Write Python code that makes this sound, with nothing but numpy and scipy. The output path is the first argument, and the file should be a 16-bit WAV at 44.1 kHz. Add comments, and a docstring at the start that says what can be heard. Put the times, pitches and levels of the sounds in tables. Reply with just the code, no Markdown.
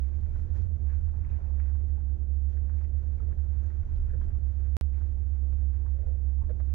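"""A rocky track, heard on board an off-road vehicle crawling up it.
Tyres rumble over crunching gravel, stones knock underneath and loose parts chatter; near the end
the chassis clunks twice. Bumps rock the body and make its panels boom. Over it all the engine
drones at about 70 firings a second, mostly on the right.
A limiter holds the drone down, and the sound cuts out once."""
import sys
import numpy as np
from scipy import signal
from scipy.fft import rfft, irfft
from scipy.io import wavfile
from scipy.ndimage import uniform_filter1d, minimum_filter1d

SR = 44100
rng = np.random.default_rng(int(sys.argv[2]) if len(sys.argv) > 2 else 0)


def persist_wave(psi):
    """Save psi, clipped to +-1, as 16-bit WAV."""
    counts = np.round(np.clip(psi, -1, 1) * 32767).astype(np.int16)
    wavfile.write(sys.argv[1], SR, np.atleast_2d(counts).T)


N = 297234
TIME, HZ = np.arange(N) / SR, np.fft.rfftfreq(N, 1 / SR)


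def gain_of(db):
    """Decibels to a factor."""
    return 10 ** (np.asarray(db) / 20)


def panned(db, pan_db):
    """Left and right gains; a positive pan leans left."""
    return gain_of([[db + pan_db / 2], [db - pan_db / 2]])


def unit_rms(x):
    """Scales to an rms of one."""
    return x / np.sqrt(np.mean(x ** 2) + 1e-20)


def add(mix, s, sound):
    """Mixes a sound in at s seconds."""
    part = mix[:, round(s * SR):][:, :sound.shape[1]]
    part += sound[:, :part.shape[1]]


def over_time(points):
    """An automation curve: straight lines between points."""
    return np.interp(TIME, *np.transpose(points))


def over_hz(points):
    """A curve over log frequency, at every bin."""
    hz, value = np.transpose(points)
    return np.interp(np.log(HZ + 1), np.log(hz + 1), value)


def swells(table, column, crest):
    """Summed power of events that each build for the share `crest` of their length, then die away."""
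    power = np.zeros(N)
    for row in table:
        start, length = row[:2]
        progress = np.interp((TIME - start) / length, [0, crest, 1], [0, .5, 1])
        power += (gain_of(row[column]) * np.sin(np.pi * progress)) ** 2
    return power


def bell(hz, centre_hz, octaves):
    """A bell-shaped band over log frequency."""
    return np.exp(-.5 * (np.log2((hz + 1) / centre_hz) / octaves) ** 2)


def filtered(x, response):
    """Equalises x and scales it to an rms of one."""
    return unit_rms(irfft(rfft(x) * response, N))


def waver(rate_hz):
    """Slow random drift of rms one."""
    return filtered(rng.standard_normal(N), 1 / (1 + (HZ / rate_hz) ** 4))


def shaken(modes):
    """Random jolts ringing in steep resonances."""
    power = sum(gain_of(db) ** 2 / (1 + (2 * (HZ - hz) / width) ** 2) ** 2 for hz, width, db in modes)
    return filtered(rng.standard_normal(N), np.sqrt(power))


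def grains(per_s, spread_db, t60, bed):
    """Two trains of tiny fractures, many small and a few large, over a smooth bed."""
    size = gain_of(spread_db * np.minimum(rng.exponential(1, (2, N)), 4.5))
    hits = size * (rng.random((2, N)) < per_s / SR)
    t = np.arange(SR // 10) / SR
    power = signal.fftconvolve(hits ** 2, gain_of(-120 * t / t60)[None], axes=1)[:, :N]
    crackle = unit_rms(np.sqrt(abs(power))) * rng.standard_normal((2, N))
    return crackle + bed * rng.standard_normal((2, N))


def strike(centre_hz, octaves, t60, rise_s):
    """An impact's short burst of dense ringing, as a direct and a scattered sound."""
    t = np.arange(SR // 6) / SR
    hz = np.fft.rfftfreq(len(t), 1 / SR)
    phases = np.exp(2j * np.pi * rng.random((2, len(hz))))
    envelope = (1 - np.exp(-t / rise_s)) * gain_of(-60 * t / t60)
    burst = irfft(bell(hz, centre_hz, octaves) * phases, len(t)) * envelope
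    return burst * np.linalg.norm(envelope) / np.linalg.norm(burst, axis=1, keepdims=True)


# Stereo balance: f/Hz, left minus right/dB
BALANCE = [(160, -7), (350, -9.5), (550, -6), (750, -4.5), (1100, -3), (1600, -1), (2500, -1), (4000, -4),
           (6300, -4)]
# How alike the two sides sound: f/Hz, coherence/0-1
COHERENCE = [(120, 0.085), (270, 0.056), (335, 0.78), (410, 0.76), (470, 0.1), (620, .7), (730, 0.94),
             (850, 0.65), (1600, 0.67), (4000, 0.33), (6300, 0.48)]
# Phase lead of the left side: f/Hz, lead/rad
LEFT_LEAD = [(210, 2.5), (400, 2.5), (730, 2.5), (850, 2), (1200, 2.5), (1600, 1.54), (2600, 1.64),
             (4000, -0.5), (6300, -1.5)]
def stereo(pair):
    """Direct and scattered sound reach two microphone ports, each with its own level and phase."""
    direct, scattered = rfft(pair)
    alike = np.clip(over_hz(COHERENCE), 0, 1)
    tilt = gain_of(over_hz(BALANCE))
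    right = alike * np.exp(-1j * over_hz(LEFT_LEAD)) * direct + np.sqrt(1 - alike ** 2) * scattered
    return irfft(np.array([tilt * direct, right]) * np.sqrt(2 / (1 + tilt ** 2)), N)


# Loose ground lifts the steady crunch and grit: t/s, lift/dB
LOOSENESS = [(0, 4), (.75, 0.5), (1.5, 2.5), (2.3, -2.5), (3, 1.5), (4.3, 1.17), (5.3, 0.06), (6, .5),
             (6.73, 0)]
# Pockets of gravel: t/s, length/s, crunch level/dB, grit level/dB
GRAVEL_POCKETS = [(.28, 0.24, -67, -79), (.52, .17, -67, -76), (.85, 0.14, -65, -81),
                  (1.1, .44, -67, -89.5), (1.57, .26, -66.5, -85.5), (2.478, 0.1, -71, -77.5),
                  (2.72, 0.2, -69.5, -82), (3.15, 0.11, -71, -86), (3.62, 0.14, -71.5, -88),
                  (3.79, 0.32, -72, -84), (4.18, .13, -69.5, -82), (4.57, 0.14, -72.5, -86.5),
                  (4.9, .22, -67, -83.5), (5.518, .04, -71, -78), (5.72, 0.089, -69, -84.5)]
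def grinding(crunch_db=-72, grit_db=-84.5):
    """Crunch and grit envelopes: a bed that follows the ground, swelling in each pocket."""
    lift_db = over_time(LOOSENESS)
    return [np.sqrt(gain_of(bed_db + lift_db) ** 2 + swells(GRAVEL_POCKETS, column, crest=.34))
            for bed_db, column in [(crunch_db, 2), (grit_db, 3)]]


def clicks(envelope, count, spread_db, low_hz, high_hz, octaves, t60):
    """Small stones click together, each at its own pitch, denser and louder as the envelope rises."""
    out = np.zeros((2, N))
    progress = np.cumsum(envelope) / np.sum(envelope)
    for when, pitch, force in rng.random((count, 3)):
        click = strike(low_hz * (high_hz / low_hz) ** pitch, octaves, t60, rise_s=.00025)
        add(out, np.interp(when, progress, TIME), click * gain_of(spread_db * (force ** 2 - 1)))
    return out * envelope


def pebbles(coarse_trim_db=-.5):
    """Pebbles crackle under the tread and chips of grit tick against the underside."""
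    crunch, grit = grinding()
    coarse = clicks(crunch, count=420, spread_db=12, low_hz=750, high_hz=2600, octaves=.05, t60=.05)
    fine = clicks(grit, count=130, spread_db=15, low_hz=2900, high_hz=7600, octaves=.04, t60=.04)
    return stereo(gain_of(coarse_trim_db) * coarse + fine)


BUMP_CREST, SMOOTH_BOOM_DB = .41, -39.5
# Wheels climbing over rocks: t/s, length/s, boom level/dB, rocking level/dB
BUMPS = [(.1, 0.62, -30, -38.5), (.5, 0.35, -28, -50), (.85, 0.41, -33, -37.5), (1.08, 0.4, -27.5, -39),
         (1.65, 0.58, -43.5, -45), (2.08, 0.14, -33.5, -59), (2.65, 0.83, -36.5, -48.5),
         (3.16, 0.25, -31.5, -40.5), (3.42, 0.31, -35.5, -47.5), (3.72, 0.52, -32, -32),
         (4.02, 0.51, -28.5, -38.5), (4.7, 0.8, -40, -45), (5.95, 0.29, -41.5, -40),
         (6.36, 0.27, -31.5, -33)]
def jolt_db():
    """How far the bumps lift the panel boom above that of smooth ground."""
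    return 10 * np.log10(1 + swells(BUMPS, column=2, crest=BUMP_CREST) / gain_of(SMOOTH_BOOM_DB) ** 2)


# Tone of the tyre rumble, gravel crunch and fine grit: f/Hz, level/dB
ROLL_EQ = [(90, -30), (160, 5.5), (250, -3.5), (320, 4.5), (380, 2.5), (460, -5.5), (550, -2), (640, -7.5),
           (730, -6.5), (880, -16.5), (1500, -27), (3000, -62.5)]
CRUNCH_EQ = [(300, -24.5), (600, -3), (850, 4), (1100, 1.5), (1550, 1), (1900, -3), (2150, -5.5),
             (2500, -8), (3000, -18.5), (4500, -31.5), (9000, -57)]
GRIT_EQ = [(1500, -10), (3000, 2), (4000, -0.5), (5000, -2), (6300, 1.5), (7200, -5.5), (8500, -16.5),
           (11000, -28), (16000, -49.5)]
def tyres(roll_db=-58.5, swell_per_db=.067):
    """Rubber rumbles over stones, harder on bumps; gravel grinds under the tread and fine grit sprays."""
    roll = filtered(grains(per_s=110, spread_db=1.5, t60=.071, bed=1.2), gain_of(over_hz(ROLL_EQ)))
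    crunch = filtered(grains(per_s=170, spread_db=3, t60=.032, bed=.82), gain_of(over_hz(CRUNCH_EQ)))
    grit = filtered(grains(per_s=400, spread_db=2.8, t60=.015, bed=1), gain_of(over_hz(GRIT_EQ)))
    roll *= gain_of(roll_db + swell_per_db * jolt_db() + 1.3 * waver(rate_hz=6))
    crunch_envelope, grit_envelope = grinding()
    gravel = crunch * crunch_envelope + grit * grit_envelope
    return stereo(roll + gravel * gain_of(.87 * waver(rate_hz=6)))


# Bouts of chassis chatter: t/s, length/s, level/dB, f/Hz, spread/octaves
CHATTER = [(0.203, .6, -60.5, 360, 0.43), (1.081, .7, -61.5, 647, .55), (3.051, .4, -59, 371, 0.48),
           (5.837, 0.067, -60.5, 904, 0.22), (5.889, .34, -56.5, 510, .3), (6.377, 0.077, -59.5, 886, 0.33)]
def loose_parts():
    """Loose parts chatter while the chassis twists: a dense run of tiny blows in one band."""
    out = np.zeros((2, N))
    for bout in CHATTER:
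        centre_hz, octaves = bout[3:]
        blows = grains(per_s=120, spread_db=3.5, t60=.039, bed=.36)
        envelope = np.sqrt(swells([bout], column=2, crest=.52))
        out += filtered(blows, bell(HZ, centre_hz, octaves)) * envelope
    return stereo(out)


# Stone hits: t/s, level/dB, f/Hz, spread/octaves, t60/s, pan/dB
STONE_KNOCKS = [(.082, -67, 703, .5, 0.054, -0.5), (.278, -52, 520, 0.4, .1, -5),
                (.357, -56.5, 790, .85, 0.079, -9), (.393, -54.5, 1000, .6, 0.043, -1.5),
                (.556, -58.5, 1600, 0.33, 0.053, 2), (.57, -57, 795, .35, 0.076, -3),
                (.903, -58, 1293, .6, .05, -1), (.914, -61, 1770, 0.4, .04, 6.5),
                (.932, -58.5, 1304, 0.55, 0.069, -1), (1.076, -58, 850, .35, .09, 3.5),
                (1.139, -56, 795, .55, 0.098, 0.5), (1.247, -56.5, 1760, 0.38, 0.032, 7),
                (1.298, -65, 2420, .12, 0.045, 4.5), (1.339, -59, 1200, .7, .04, -1),
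                (1.36, -61.5, 1900, .3, .03, 2), (1.44, -60, 1500, .3, .03, 1),
                (1.598, -52.5, 1740, .36, 0.044, 6), (1.658, -59, 1510, 0.404, .04, 2),
                (1.697, -62, 1699, .3, .035, 5), (1.749, -57.5, 920, 0.23, 0.028, 15),
                (1.976, -58, 822, 0.13, 0.11, -6.5), (2.45, -60.5, 1095, .45, 0.048, -5),
                (2.568, -60.5, 1574, 0.37, 0.083, 2), (2.692, -60.5, 1105, .55, 0.11, 10.5),
                (2.783, -63.5, 2200, .12, .04, 2), (2.81, -58, 1100, .5, .035, -2),
                (2.835, -73.5, 5100, .12, 0.044, -1), (2.843, -62.5, 2100, 0.25, .04, 2),
                (3.18, -65.5, 2214, 0.077, 0.058, 4.5), (3.2, -54, 1093, 0.29, 0.047, -4),
                (3.311, -59, 1350, 0.28, 0.069, -4), (3.383, -62, 1550, 0.28, .05, -3),
                (3.632, -57, 896, 0.68, 0.024, 7), (3.634, -74, 6225, .12, 0.058, -4),
                (3.661, -71.5, 6260, .16, 0.05, -2), (3.7, -62, 1250, 0.46, 0.14, 2),
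                (3.827, -59, 1100, 0.6, 0.053, 6), (3.888, -60, 878, .25, 0.044, -5),
                (3.955, -69.5, 2800, 0.55, .07, 0.5), (4.095, -64, 1681, 0.11, 0.22, 0),
                (4.133, -52, 468, 0.22, 0.12, -7.5), (4.137, -60, 1557, .16, 0.09, 3),
                (4.211, -52, 1050, 0.61, 0.05, -3), (4.219, -74, 3220, .05, 0.094, -4.5),
                (4.35, -62, 1084, 0.39, 0.11, -5.5), (5.168, -58, 700, 0.3, .1, 1),
                (5.524, -58.5, 1101, .75, 0.039, 6.5), (5.526, -50, 479.2, .35, 0.045, -3),
                (5.862, -53.5, 878, 0.6, 0.082, 2.5), (5.963, -55, 430, .3, .05, -3),
                (6.043, -49, 589.7, 0.24, .04, 4.5), (6.071, -47.5, 520, 0.32, 0.04, 1),
                (6.108, -53, 490, .22, .04, 1.5), (6.42, -64, 1154, .12, 0.13, 4)]
def stone_knocks(chips=4, chips_db=-11, tail_s=.06, tail_fade_db=7):
    """Larger stones tip and knock under the wheels; a few chips crackle after each."""
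    out = np.zeros((2, N))
    for s, db, centre_hz, octaves, t60, pan_db in STONE_KNOCKS:
        gain = panned(db, pan_db)
        add(out, s, gain * strike(centre_hz, octaves, t60, rise_s=.001))
        for late, pitch in rng.random((chips, 2)):
            chip = strike(centre_hz * 2 ** (pitch - .3), octaves=.15, t60=.025, rise_s=.0003)
            add(out, s + late * tail_s, gain * chip * gain_of(chips_db - tail_fade_db * late))
    return stereo(out)


# Hard chassis hits: t/s, thud level/dB, thud f/Hz, thud pan/dB, clack level/dB
CLUNKS = [(6.494, -39.5, 489, -1.5, -56), (6.507, -40, 507, -4.5, -60), (6.599, -46.5, 610, -2.5, -54)]
def suspension_clunks(rattle_lag_s=.0022, rattle_below_db=17.5):
    """The suspension meets its stops: a short thud, a metal clack and a bright rattle."""
    out = np.zeros((2, N))
    for s, thud_db, thud_hz, pan_db, clack_db in CLUNKS:
        thud = strike(thud_hz, octaves=.27, t60=.06, rise_s=.0006)
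        clack = strike(centre_hz=1250, octaves=.48, t60=.058, rise_s=.0003)
        rattle = strike(centre_hz=3500, octaves=.21, t60=.046, rise_s=.00084)
        add(out, s, thud * panned(thud_db, pan_db) + clack * gain_of(clack_db))
        add(out, s + rattle_lag_s, rattle * gain_of(clack_db - rattle_below_db))
    return stereo(out)


# Sub-bass resonances of the body on its mounts: f/Hz, width/Hz, level/dB
BODY_MODES = [(23.6, 6.6, 3.5), (36.3, 5.5, 1)]
def body_rocking(smooth_db=-52, left_db=-1, right_db=1, stray_db=-5):
    """The whole body shudders as the wheels climb over rocks."""
    shudder = shaken(BODY_MODES)
    right = gain_of(right_db) * shudder + gain_of(stray_db) * shaken(BODY_MODES)
    envelope = np.sqrt(gain_of(smooth_db) ** 2 + swells(BUMPS, column=3, crest=BUMP_CREST))
    return np.array([gain_of(left_db) * shudder, right]) * envelope


# Boomy resonances of the panels: f/Hz, width/Hz, level/dB
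PANEL_MODES = [(58, 10, 1.5), (82.7, 11, 6.5), (95, 23, -8), (115, 25, -12.5), (147, 12, -26.5),
               (197, 110, -28)]
def panel_boom(left_db=-24, right_db=1, stray_db=-24):
    """Bumps set the panels booming close to the right microphone port."""
    boom = shaken(PANEL_MODES)
    left = gain_of(left_db) * boom + gain_of(stray_db) * shaken(PANEL_MODES)
    return np.array([left, gain_of(right_db) * boom]) * gain_of(SMOOTH_BOOM_DB + jolt_db())


# Engine firing rate: t/s, f/Hz
FIRING_RATE = [(0, 62.3), (.15, 72.5), (.38, 72.7), (.72, 73.7), (.95, 72), (1.13, 75.8), (1.35, 72.3),
               (1.65, 69), (1.85, 71.6), (2.1, 68.5), (2.55, 70), (2.85, 73), (3.05, 70), (3.5, 71),
               (3.8, 71.6), (4.05, 70.6), (4.45, 68.9), (4.7, 69.3), (5.05, 69.3), (5.25, 68.5),
               (5.7, 68.3), (6.1, 67.5), (6.33, 68), (6.73, 68)]
# Engine partials, one list each: multiple of the firing rate, left level/dB, right level/dB
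ORDERS = [1 / 3, 1 / 2, 1, 2, 3, 4.5, 5, 5.5, 8]
ORDER_LEFT_DB = [-29.5, -25.5, -21.5, -32, -50.5, -58.5, -55.5, -54, -57]
ORDER_RIGHT_DB = [-26.5, -16, 0.53, -31.5, -34.5, -46, -46.5, -44.5, -52]
def engine(drone_db=-24, duck_per_db=.39, partials_db=-27, flutter_rad=.16, wander_rad=.25):
    """The muffled firing note ducks on bumps; its weak overtones and the slower crank orders waver."""
    phase = 2 * np.pi * np.cumsum(over_time(FIRING_RATE)) / SR
    phase += flutter_rad * waver(rate_hz=30) + wander_rad * waver(rate_hz=4)
    out = np.zeros((2, N))
    for order, left_db, right_db in zip(ORDERS, ORDER_LEFT_DB, ORDER_RIGHT_DB):
        if order == 1:
            level_db = drone_db - duck_per_db * jolt_db() + 2 * waver(rate_hz=11)
        else:
            level_db = partials_db + 2.5 * waver(rate_hz=6.6)
        partial = np.sqrt(2) * np.cos(order * phase + 2 * np.pi * rng.random())
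        out += gain_of([[left_db], [right_db]]) * gain_of(level_db) * partial
    return out


def scene():
    """The low end of engine and body, with the texture of wheels and chassis on top."""
    low_end = engine() + panel_boom() + body_rocking()
    return low_end + tyres() + stone_knocks() + loose_parts() + suspension_clunks() + pebbles()


def record(dry, low_cut_hz=20, ceiling=.12, hiss_db=-98, dropout_s=(4.76666, 4.813), high_cut_hz=16000):
    """A low cut, a limiter on each channel, a faint hiss, one brief dropout and a high cut."""
    dry = irfft(rfft(dry) * (1 - 1 / (1 + (HZ / low_cut_hz) ** 10)), N)
    held_peak = -minimum_filter1d(-abs(dry), size=400)
    peak = uniform_filter1d(held_peak, size=400)
    limited = dry / (1 + (abs(peak) / ceiling) ** 10) ** (1 / 10)
    sound = limited + gain_of(hiss_db) * rng.standard_normal((2, N))
    # the sound stops and returns high on the drone's wave, so both edges click
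    click_height = .078
    height_gap = abs(abs(sound[1]) - click_height)
    off, on = (np.argmin(height_gap + 5 * abs(TIME - s)) for s in dropout_s)
    sound[:, off:on] = 0
    high_cut = signal.firwin(255, high_cut_hz, window=("kaiser", 9), fs=SR)
    return signal.oaconvolve(sound, high_cut[None], "same")


dry = scene()
out = record(dry)
persist_wave(out)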